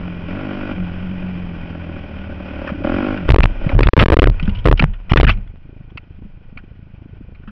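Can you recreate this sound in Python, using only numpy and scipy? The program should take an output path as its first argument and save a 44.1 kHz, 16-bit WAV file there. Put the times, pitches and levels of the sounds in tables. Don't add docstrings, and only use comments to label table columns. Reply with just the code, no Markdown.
import sys
import numpy as np
from scipy import signal
from scipy.fft import rfft, irfft
from scipy.io import wavfile
from scipy.ndimage import uniform_filter1d

SR = 44100
rng = np.random.default_rng(int(sys.argv[2]) if len(sys.argv) > 2 else 0)


def inscribe(sig):
    pcm = np.round(np.clip(np.atleast_2d(sig).T, -1, 1) * 32767)
    wavfile.write(sys.argv[1], SR, pcm.astype(np.int16))


def decibels_to_gain(level_db):
    exponent = np.asarray(level_db, float) / 20
    return 10 ** exponent


N = 331178
RAIL = 1.15
COUPLING_S = .0019
SHUT_DB, OPEN_DB = -37, -30


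def in_time(rows):
    s, *columns = np.transpose(rows)
    return [np.interp(np.arange(N) / SR, s, c) for c in columns]


def rms_one(x):
    return x / np.sqrt(np.mean(x ** 2) + 1e-20)


def drift(rate_hz):
    r = np.exp(-2 * np.pi * rate_hz / SR)
    return rms_one(signal.lfilter([1], [1, -2 * r, r * r], rng.standard_normal(N + SR))[SR:])


def resonate(x, modes):
    out = 0
    for k, (hz, width_hz, db) in enumerate(modes):
        r = np.exp(-np.pi * width_hz / SR)
        a = [1, -2 * r * np.cos(2 * np.pi * hz / SR), r * r]
        mode = signal.lfilter([(1 - r * r) / 2, 0, (r * r - 1) / 2], a, x + 1e-18)
        out = out + (-1) ** k * decibels_to_gain(db) * mode
    return out


def low_pass(x, hz, order=2):
    return signal.sosfilt(signal.butter(order, hz, fs=SR, output="sos"), x)


def strokes(turns, jitter, spread_db):
    whole = np.floor(turns + jitter * drift(57))
    at = np.flatnonzero(np.diff(np.maximum.accumulate(whole)) > 0)
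    clicks = np.zeros(N)
    clicks[at] = decibels_to_gain(spread_db * rng.standard_normal(N)[:len(at)])
    return clicks


# (t/s, f/Hz)
CRANK_SPEED = [(0, 90), (.26, 85), (.44, 106), (.5, 97.5), (.715, 99.5), (.745, 78), (.78, 93), (.92, 86),
               (1.04, 91.5), (1.3, 91.5), (1.6, 84.5), (1.87, 85), (2.17, 76.5), (2.5, 75), (2.7, 72),
               (2.79, 62), (2.86, 80), (3.0, 97),
               (3.13, 104.5), (3.26, 82), (3.3, 69.5), (3.5, 35), (3.61, 32), (3.62, 74), (3.73, 74),
                 (3.8, 50), (5.4, 30)]
# (t/s, level/dB)
THROTTLE_BARK = [(0, -34), (.275, -38), (.285, -28.5), (.72, -26.5), (.74, -34.5), (2.44, -40.5),
                 (2.45, -35.5), (2.71, -28), (2.72, -35.5), (2.835, -40), (2.84, -18), (3.12, -20.5),
                 (3.22, -32.5), (3.605, -38), (3.612, -34.5), (3.72, -24), (3.76, -31), (5.4, -76.5)]
# (t/s, bark level/dB)
CAUGHT_STROKES = [(.08, -33), (0.784, -31.5), (1.229, -33.5), (1.588, -39.5), (1.706, -35.5),
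                  (1.754, -31.5), (1.894, -34), (1.942, -34), (1.969, -33), (2.04, -34.5), (2.114, -35.5),
                  (2.273, -35), (2.299, -34), (2.327, -34), (2.404, -31.5), (2.819, -31.5), (3.504, -37.5),
                  (3.563, -37)]


def engine():
    t = np.arange(N) / SR
    crank_hz, = in_time(CRANK_SPEED)
    throttle_db, = in_time(THROTTLE_BARK)
    turns = 1 + np.cumsum(crank_hz) / SR
    bark_db = throttle_db
    for s, db in CAUGHT_STROKES:
        bark_db = np.where(np.abs(t - s) < .012, db, bark_db)
    bark_db = uniform_filter1d(bark_db, size=100)
    bark = exhaust_bark(turns, crank_hz, bark_db)
    fallen_db = -291 * (t - 3.27).clip(0, .2)
    wander = .15 * drift(8)
    tones = crank_hum(turns, wander, fallen_db)
    tones = tones + airbox_boom(turns, wander, crank_hz, throttle_db, fallen_db)
    return decibels_to_gain(bark_db) * bark + np.sqrt(2) * tones + gear_hiss(turns, throttle_db)


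# (f/Hz, width/Hz, level/dB)
EXHAUST_MODES = [(235, 154, 21.5), (408.2, 450, 10.5), (610, 180, -7), (760, 36, 5), (940, 150, -3),
                 (1470, 200, 5), (1970, 250, -33.5), (2270, 350, -5.5), (2820, 310, -24.5)]


def exhaust_bark(turns, crank_hz, bark_db):
    fired = strokes(turns / 2, jitter=.002, spread_db=.8)
    fired = fired + .9 * np.roll(fired, round(.0036 * SR))
    blast = signal.lfilter([1], [1, -np.exp(-1 / (.004 * SR))], fired)
    blast = np.diff(blast * rng.standard_normal(N), prepend=0)
    bark = rms_one(resonate(fired + .09 * blast, EXHAUST_MODES))
    bark = signal.sosfilt(signal.butter(2, 150, "high", fs=SR, output="sos"), bark)
    header = resonate(fired, [(546.5, 110, 0)])
    header = rms_one(resonate(header, [(546.5, 220, 0)]))
    bark = bark + decibels_to_gain(-8 + .5 * (86 - crank_hz.clip(70))) * header
    bark /= np.sqrt(uniform_filter1d(bark ** 2, size=6000) + .01)
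    flow = resonate(rng.standard_normal(N), EXHAUST_MODES[:3])
    flow = rms_one(resonate(flow, EXHAUST_MODES[:3]))
    loose = np.interp(bark_db, [SHUT_DB, OPEN_DB], [.62, .06])
    return np.sqrt(1 - loose) * bark + np.sqrt(loose) * flow


def crank_hum(turns, wander, fallen_db):
    hum = np.sin(2 * np.pi * turns + wander) + 0.22 * np.sin(3 * np.pi * turns + wander)
    return decibels_to_gain(-34.5 + fallen_db + drift(10)) * hum


def airbox_boom(turns, wander, crank_hz, throttle_db, fallen_db):
    t = np.arange(N) / SR
    orders = np.arange(3, 7)[:, None]
    airbox_hz, width_hz = 182.5, 15.1
    share = 1 / (1 + ((orders * crank_hz / 2 - airbox_hz) / width_hz) ** 2)
    boom = np.sum(share * np.sin(orders * (np.pi * turns + wander)), axis=0)
    gulp_db = sum(7 * np.exp(-((t - s) / .04 - 1) ** 2) for s in (0.778, 3.2))
    boom_db = -26.5 + gulp_db + fallen_db
    boom_db += 0.48 * (crank_hz - 90)
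    boom_db -= .5 * (throttle_db - SHUT_DB).clip(0)
    return decibels_to_gain(boom_db + 1.2 * drift(25)) * boom


# (f/Hz, width/Hz, level/dB)
SHELL_MODES = [(500, 334, -1.5), (975, 1100, -6), (1479, 110, 1.5), (1917, 110, -9.5), (2430, 210, -1),
               (3102, 337, -7.5), (4986, 420, -9), (5770, 300, -8.5)]


def gear_hiss(turns, throttle_db):
    hiss_db = -39 + 0.46 * (throttle_db - SHUT_DB)
    beat = 1 + 0.13 * np.cos(np.pi * turns)
    hiss = rms_one(resonate(rng.standard_normal(N), SHELL_MODES))
    return decibels_to_gain(hiss_db + 1.1 * drift(37)) * beat * hiss


SLOW_MS = 5
WOBBLE_HZ, WOBBLE_S, WOBBLE_HEIGHT = 33.5, .085, .55


def blows():
    thrown = swings()
    knots = [(0, 0), (thrown[0][0] - .03, 0)]   # (s, travel in rails)
    rocking = np.zeros(N)
    following = [s for s, ms, force in thrown[1:]] + [N / SR]
    t = np.arange(SR // 4) / SR
    wobble = np.sin(2 * np.pi * WOBBLE_HZ * t) * np.exp(-t / WOBBLE_S)
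    for (s, ms, force), after in zip(thrown, following):
        side, end = np.sign(force), s + ms / 1000
        from_rest = knots[-1][1] == 0 and ms >= SLOW_MS
        knots += [(s, -force if from_rest else -side), (end, side)]
        if after - end > .06:
            knots += [(end + .004, force), (end + .009, side), (end + .02, 0), (after - .03, 0)]
            rest = round((end + .012) * SR)
            rocking[rest:rest + len(t)] -= side * wobble
        else:
            knots += [((end + after) / 2, force)]
    return RAIL * (in_time(knots)[0] + WOBBLE_HEIGHT * rocking)


# (t/s, crossing/ms)
TREE_SWINGS = [(3.289, 2.4), (3.3006, 3.5), (3.3048, 3.1), (3.3169, 3.5), (3.3346, 3.9), (3.3416, 3),
               (3.36, 2.2), (3.3838, 2.4), (3.3922, 4.1), (3.4021, 3.5), (3.4185, 14), (3.4372, 3.5),
               (3.4532, 3.5)]
THROWN_SWINGS = [(3.7323, 6.1), (3.75, 3.9), (3.7638, 3.9), (3.7775, 4.8), (3.7903, 1.8), (3.8058, 2.4),
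                 (3.8178, 5.7), (3.8305, 5), (3.8592, 3.9), (3.8688, 3.8), (3.8846, 3.5), (3.933, 2.2)]
TRUNK_SWINGS = [(3.966, 1), (3.976, 1.3), (3.9785, 3), (3.9815, 5), (3.9907, 5.7), (4.0047, 4.9),
                (4.0124, .5), (4.0166, .5), (4.0227, .7), (4.0247, .3), (4.0282, .3), (4.0296, .3),
                (4.0356, .3), (4.0584, .5), (4.0828, .5), (4.1004, 2), (4.1191, 1.7), (4.1238, 1.5),
                (4.1305, 2.8), (4.1392, 1.9), (4.1672, 2.6), (4.1881, 2.8), (4.1929, 3.1), (4.2188, 2.4),
                (4.2276, 2.5), (4.239, 3), (4.2568, 4.7), (4.2707, 2.7), (4.2828, 4.5), (4.2961, 3.9)]
GROUND_SWINGS = [(4.6555, .8), (4.6598, 1.9), (4.6711, 2.3), (4.6839, 1.9), (4.6942, 3.9), (4.7123, 2.3),
                 (4.724, 3.4), (4.7357, 4.2)]
REBOUND_SWINGS = [(4.8239, .3)]
ROLL_SWINGS = [(5.1152, 3.7), (5.1194, .3), (5.1337, 3.3), (5.1591, 2.2), (5.1711, 6.1), (5.1835, 5),
               (5.1981, 2.8), (5.2086, 4.8), (5.23, 2.6), (5.238, 5), (5.2479, 3.9), (5.2683, 5.6),
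               (5.2791, 6.1), (5.2915, 5)]


def swings():
    outward = [TREE_SWINGS, THROWN_SWINGS, TRUNK_SWINGS, GROUND_SWINGS]
    blow_list = [(blow, 1) for blow in outward] + [(REBOUND_SWINGS, -.1), (ROLL_SWINGS, 1)]
    rows = []
    for blow, first in blow_list:
        for k, (s, ms) in enumerate(blow):
            press = .5 if ms >= SLOW_MS else 5
            rows.append((s, ms, first * (-1) ** k * press))
    return rows


# (t/s, peak level/dB, loudest f/Hz, length/ms)
LOOSE_RATTLES = [(3.3124, -27, 3385, 1.8), (4.4259, -19.5, 3060, 12), (4.4538, -28.5, 3160, 7.8),
                 (4.4938, -21.5, 2850, 9.1), (4.5485, -25, 2930, 19), (4.57, -30, 2960, 9.4),
                 (4.5855, -26, 3020, 23), (4.6438, -23.5, 3130, 6.6), (4.774, -16, 2940, 12)]
# (t/s, peak level/dB, loudest f/Hz, length/ms)
SHELL_SCRAPES = [(2.6902, -18.5, 1296, 9.5), (3.1735, -19.5, 1514, 7.4), (3.2825, -15, 1497, 29),
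                 (3.4248, -20.5, 2390, 6.3), (3.4306, -1, 2426, 8), (3.6919, -12, 2150, 5.2),
                 (3.7852, -28, 1940, 35), (3.8302, -2, 2420, 5), (3.8697, -2, 1714, 12),
                 (3.9932, 0, 1905, 8.7), (4.0047, -1, 1490, 52), (4.1934, -18.5, 2750, 12),
                 (4.2508, -6.5, 1422, 4.4), (4.2985, -19, 2026, 8.1), (4.3965, -14.5, 2580, 7.9),
                 (4.4766, -18, 1470, 4.4), (4.6957, -19.5, 2897, 2.8), (4.935, -32, 1920, 16),
                 (5.1331, -1, 1674, 16), (5.1806, -15.5, 1960, 12), (5.208, -5.5, 2850, 6.2),
                 (5.2488, -20.5, 2624, 5.1), (5.2829, -5, 2550, 14),
                 (2.6737, -13.5, 1420, 13), (3.4985, -45, 1424, 44), (3.7, -19, 1100, 14),
              (3.714, -18, 710, 20), (3.838, -16.5, 2000, 18), (3.9904, -1, 1970, 25),
              (4.1902, -7.5, 2630, 14), (4.2399, -10.5, 1460, 30), (4.794, 1, 2523, 8.3),
              (4.8125, -13.5, 1293, 25), (5.095, -15, 2970, 110), (5.1699, 8, 1808, 7.8),
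              (5.2398, -7.5, 1676, 67), (5.2727, -8, 1440, 13), (5.2915, 1, 2685, 16),
              (5.3084, -15.5, 3140, 26), (5.335, -30.5, 2440, 5.7), (5.3715, -37.5, 2330, 15)]
# (t/s, peak level/dB, loudest f/Hz, length/ms)
FALLEN_TICKS = [(6.585, -34, 1530, 17), (5.4748, -37, 1870, 5.7), (5.9013, -40.5, 3230, 8.6),
                (5.973, -16.5, 2610, 11), (6.5724, -22, 2400, 10.6), (7.3467, -40, 2290, 19),
                (7.4323, -42.5, 1516, 17), (7.4748, -31.5, 1470, 29)]


def clatter():
    out, t = np.zeros(N + SR), np.arange(SR // 10) / SR
    touches = LOOSE_RATTLES + SHELL_SCRAPES + FALLEN_TICKS
    for k, (s, db, hz, ms) in enumerate(touches):
        own_db = 14 if k < len(LOOSE_RATTLES) else 5
        burst = rng.standard_normal(len(t)) * np.exp(-(t / (ms * 0.00076)) ** 2)
        part = [(hz, 300, own_db), (1.8 * hz, 300, own_db - 8)]
        ring = resonate(burst, SHELL_MODES[1:] + part)
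        out[round(s * SR):][:len(t)] += decibels_to_gain(db) * ring / np.abs(ring).max()
    return out[:N]


# (t/s, peak level/dB, f/Hz, t60/ms)
DULL_BUMPS = [(2.718, -5, 192, 35), (2.781, -20, 290, 48), (3.664, 4, 145, 30), (2.744, -16, 294, 76),
              (2.804, -12, 300, 44), (4.425, -6, 163, 60), (4.477, -5, 197, 87), (4.52, -41.5, 975, 530),
              (4.649, -5, 117, 81), (4.804, 2.5, 168.4, 25), (4.816, -2, 137.7, 82), (4.833, 4.5, 149, 58),
              (5.187, -9.5, 127.8, 28), (6.248, -27.5, 205, 99), (6.936, -19, 100, 19),
              (7.126, -23, 103, 33), (7.476, -25.5, 209, 160)]


def bumps():
    out, t = np.zeros(N + SR), np.arange(SR // 10) / SR
    for s, db, hz, ms in DULL_BUMPS:
        fading = decibels_to_gain(db - 60 * t / (ms / 1000)) * np.minimum(t / .004, 1)
        out[round(s * SR):][:len(t)] += fading * np.sin(2 * np.pi * hz * t)
    return out[:N]


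def tick_over():
    t = np.arange(N) / SR
    turns = 26.36 * (t - 5.576)
    settled = ((t - 4.9) / 0.98).clip(0, 1)
    push = strokes(turns, jitter=.025, spread_db=3.3)
    push = push * decibels_to_gain(1.5 * np.cos(np.pi * turns))
    u = np.arange(-400, 400) / (0.0021 * SR)
    shape = (.6 * u ** 2 - 1) * np.exp(-u ** 2 / 2)
    thump = rms_one(np.convolve(push, shape, "same"))
    puff = signal.lfilter([1], [1, -np.exp(-1 / (.007 * SR))], push) * rng.standard_normal(N)
    puff = resonate(puff, [(170, 145, 3), (376, 410, -16), (800, 700, -29)])
    puff = rms_one(low_pass(puff, 500))
    return decibels_to_gain(-41) * settled * (thump + 0.51 * puff)


# (f/Hz, level/dB per Hz)
RUMBLE_COLOUR = [(8.8, -46), (15, 6), (44, -8.5), (105, -7.5), (129, -30), (200, -16.5), (238, -36),
                 (439, -40), (700, -52), (910, -49), (1540, -120)]
# (t/s, rumble level/dB)
HELMET_JOLTS = [(0.051, -28.5), (.5, -36), (2.891, -18.5), (3.08, -22), (3.302, -19.5), (3.501, -19.5),
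                (3.65, -21), (4.248, -13.5), (4.4, -17), (4.48, -11), (4.841, -17), (5.1, -25.5),
                (5.299, -13.5), (6.58, -30.5), (7.17, -34)]


def shaking():
    t = np.arange(N) / SR
    riding_db, lying_db = -32.5, -38.5
    moving = t < 5.45
    rumble_db = np.where(moving, riding_db, lying_db)
    for s, db in HELMET_JOLTS:
        away_db = np.maximum(111.5 * (s - t), 113 * (t - s))
        rumble_db = np.maximum(rumble_db, db - away_db)
    hz = np.fft.rfftfreq(N, 1 / SR) + 1
    colour_hz, colour_db = np.transpose(RUMBLE_COLOUR)
    colour = decibels_to_gain(np.interp(np.log(hz), np.log(colour_hz), colour_db))
    rumble = rms_one(irfft(rfft(rng.standard_normal(N)) * colour, N))
    rumble = np.where(moving, rumble, low_pass(rumble, 210))
    grain_level = decibels_to_gain(1.2 * rng.exponential(1, N).clip(0, 4))
    grains = (rng.random(N) < 1500 / SR) * grain_level * rng.choice([-1, 1], N)
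    grit = rms_one(resonate(grains, SHELL_MODES))
    grit_db = -61.5 + rumble_db - riding_db
    return decibels_to_gain(rumble_db + 2.2 * drift(15)) * rumble, decibels_to_gain(grit_db) * moving * grit


def scene():
    rumble, grit = shaking()
    travel = blows()
    free = 1 - uniform_filter1d(1. * (np.abs(travel) > .9 * RAIL), size=900)
    heard = engine() + tick_over() + clatter() + bumps() + grit + free * rumble
    heard = low_pass(heard, 5800, order=8)
    bass_ahead = signal.lfilter([1, -np.exp(-1 / (COUPLING_S * SR))], [1, -.9985], heard)
    return (travel + bass_ahead)[None]


def top_cut(x):
    return signal.sosfilt(signal.butter(12, 6090, fs=SR, output="sos"), x)


def record(dry):
    railed = np.clip(dry, -RAIL, RAIL)
    coupled = signal.lfilter([1, -1], [1, -np.exp(-1 / (COUPLING_S * SR))], railed)
    kept = coupled * (np.abs(coupled) < 1.03)
    dulled = low_pass(low_pass(kept, 3564, order=3), 3410)
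    floor = decibels_to_gain(-69) * low_pass(rng.standard_normal(dry.shape), 4100, order=4)
    limited = low_pass(np.clip(dulled, -1, 1) + floor, 12700, order=10)
    return top_cut(limited)


dry = scene()
out = record(dry)
inscribe(out)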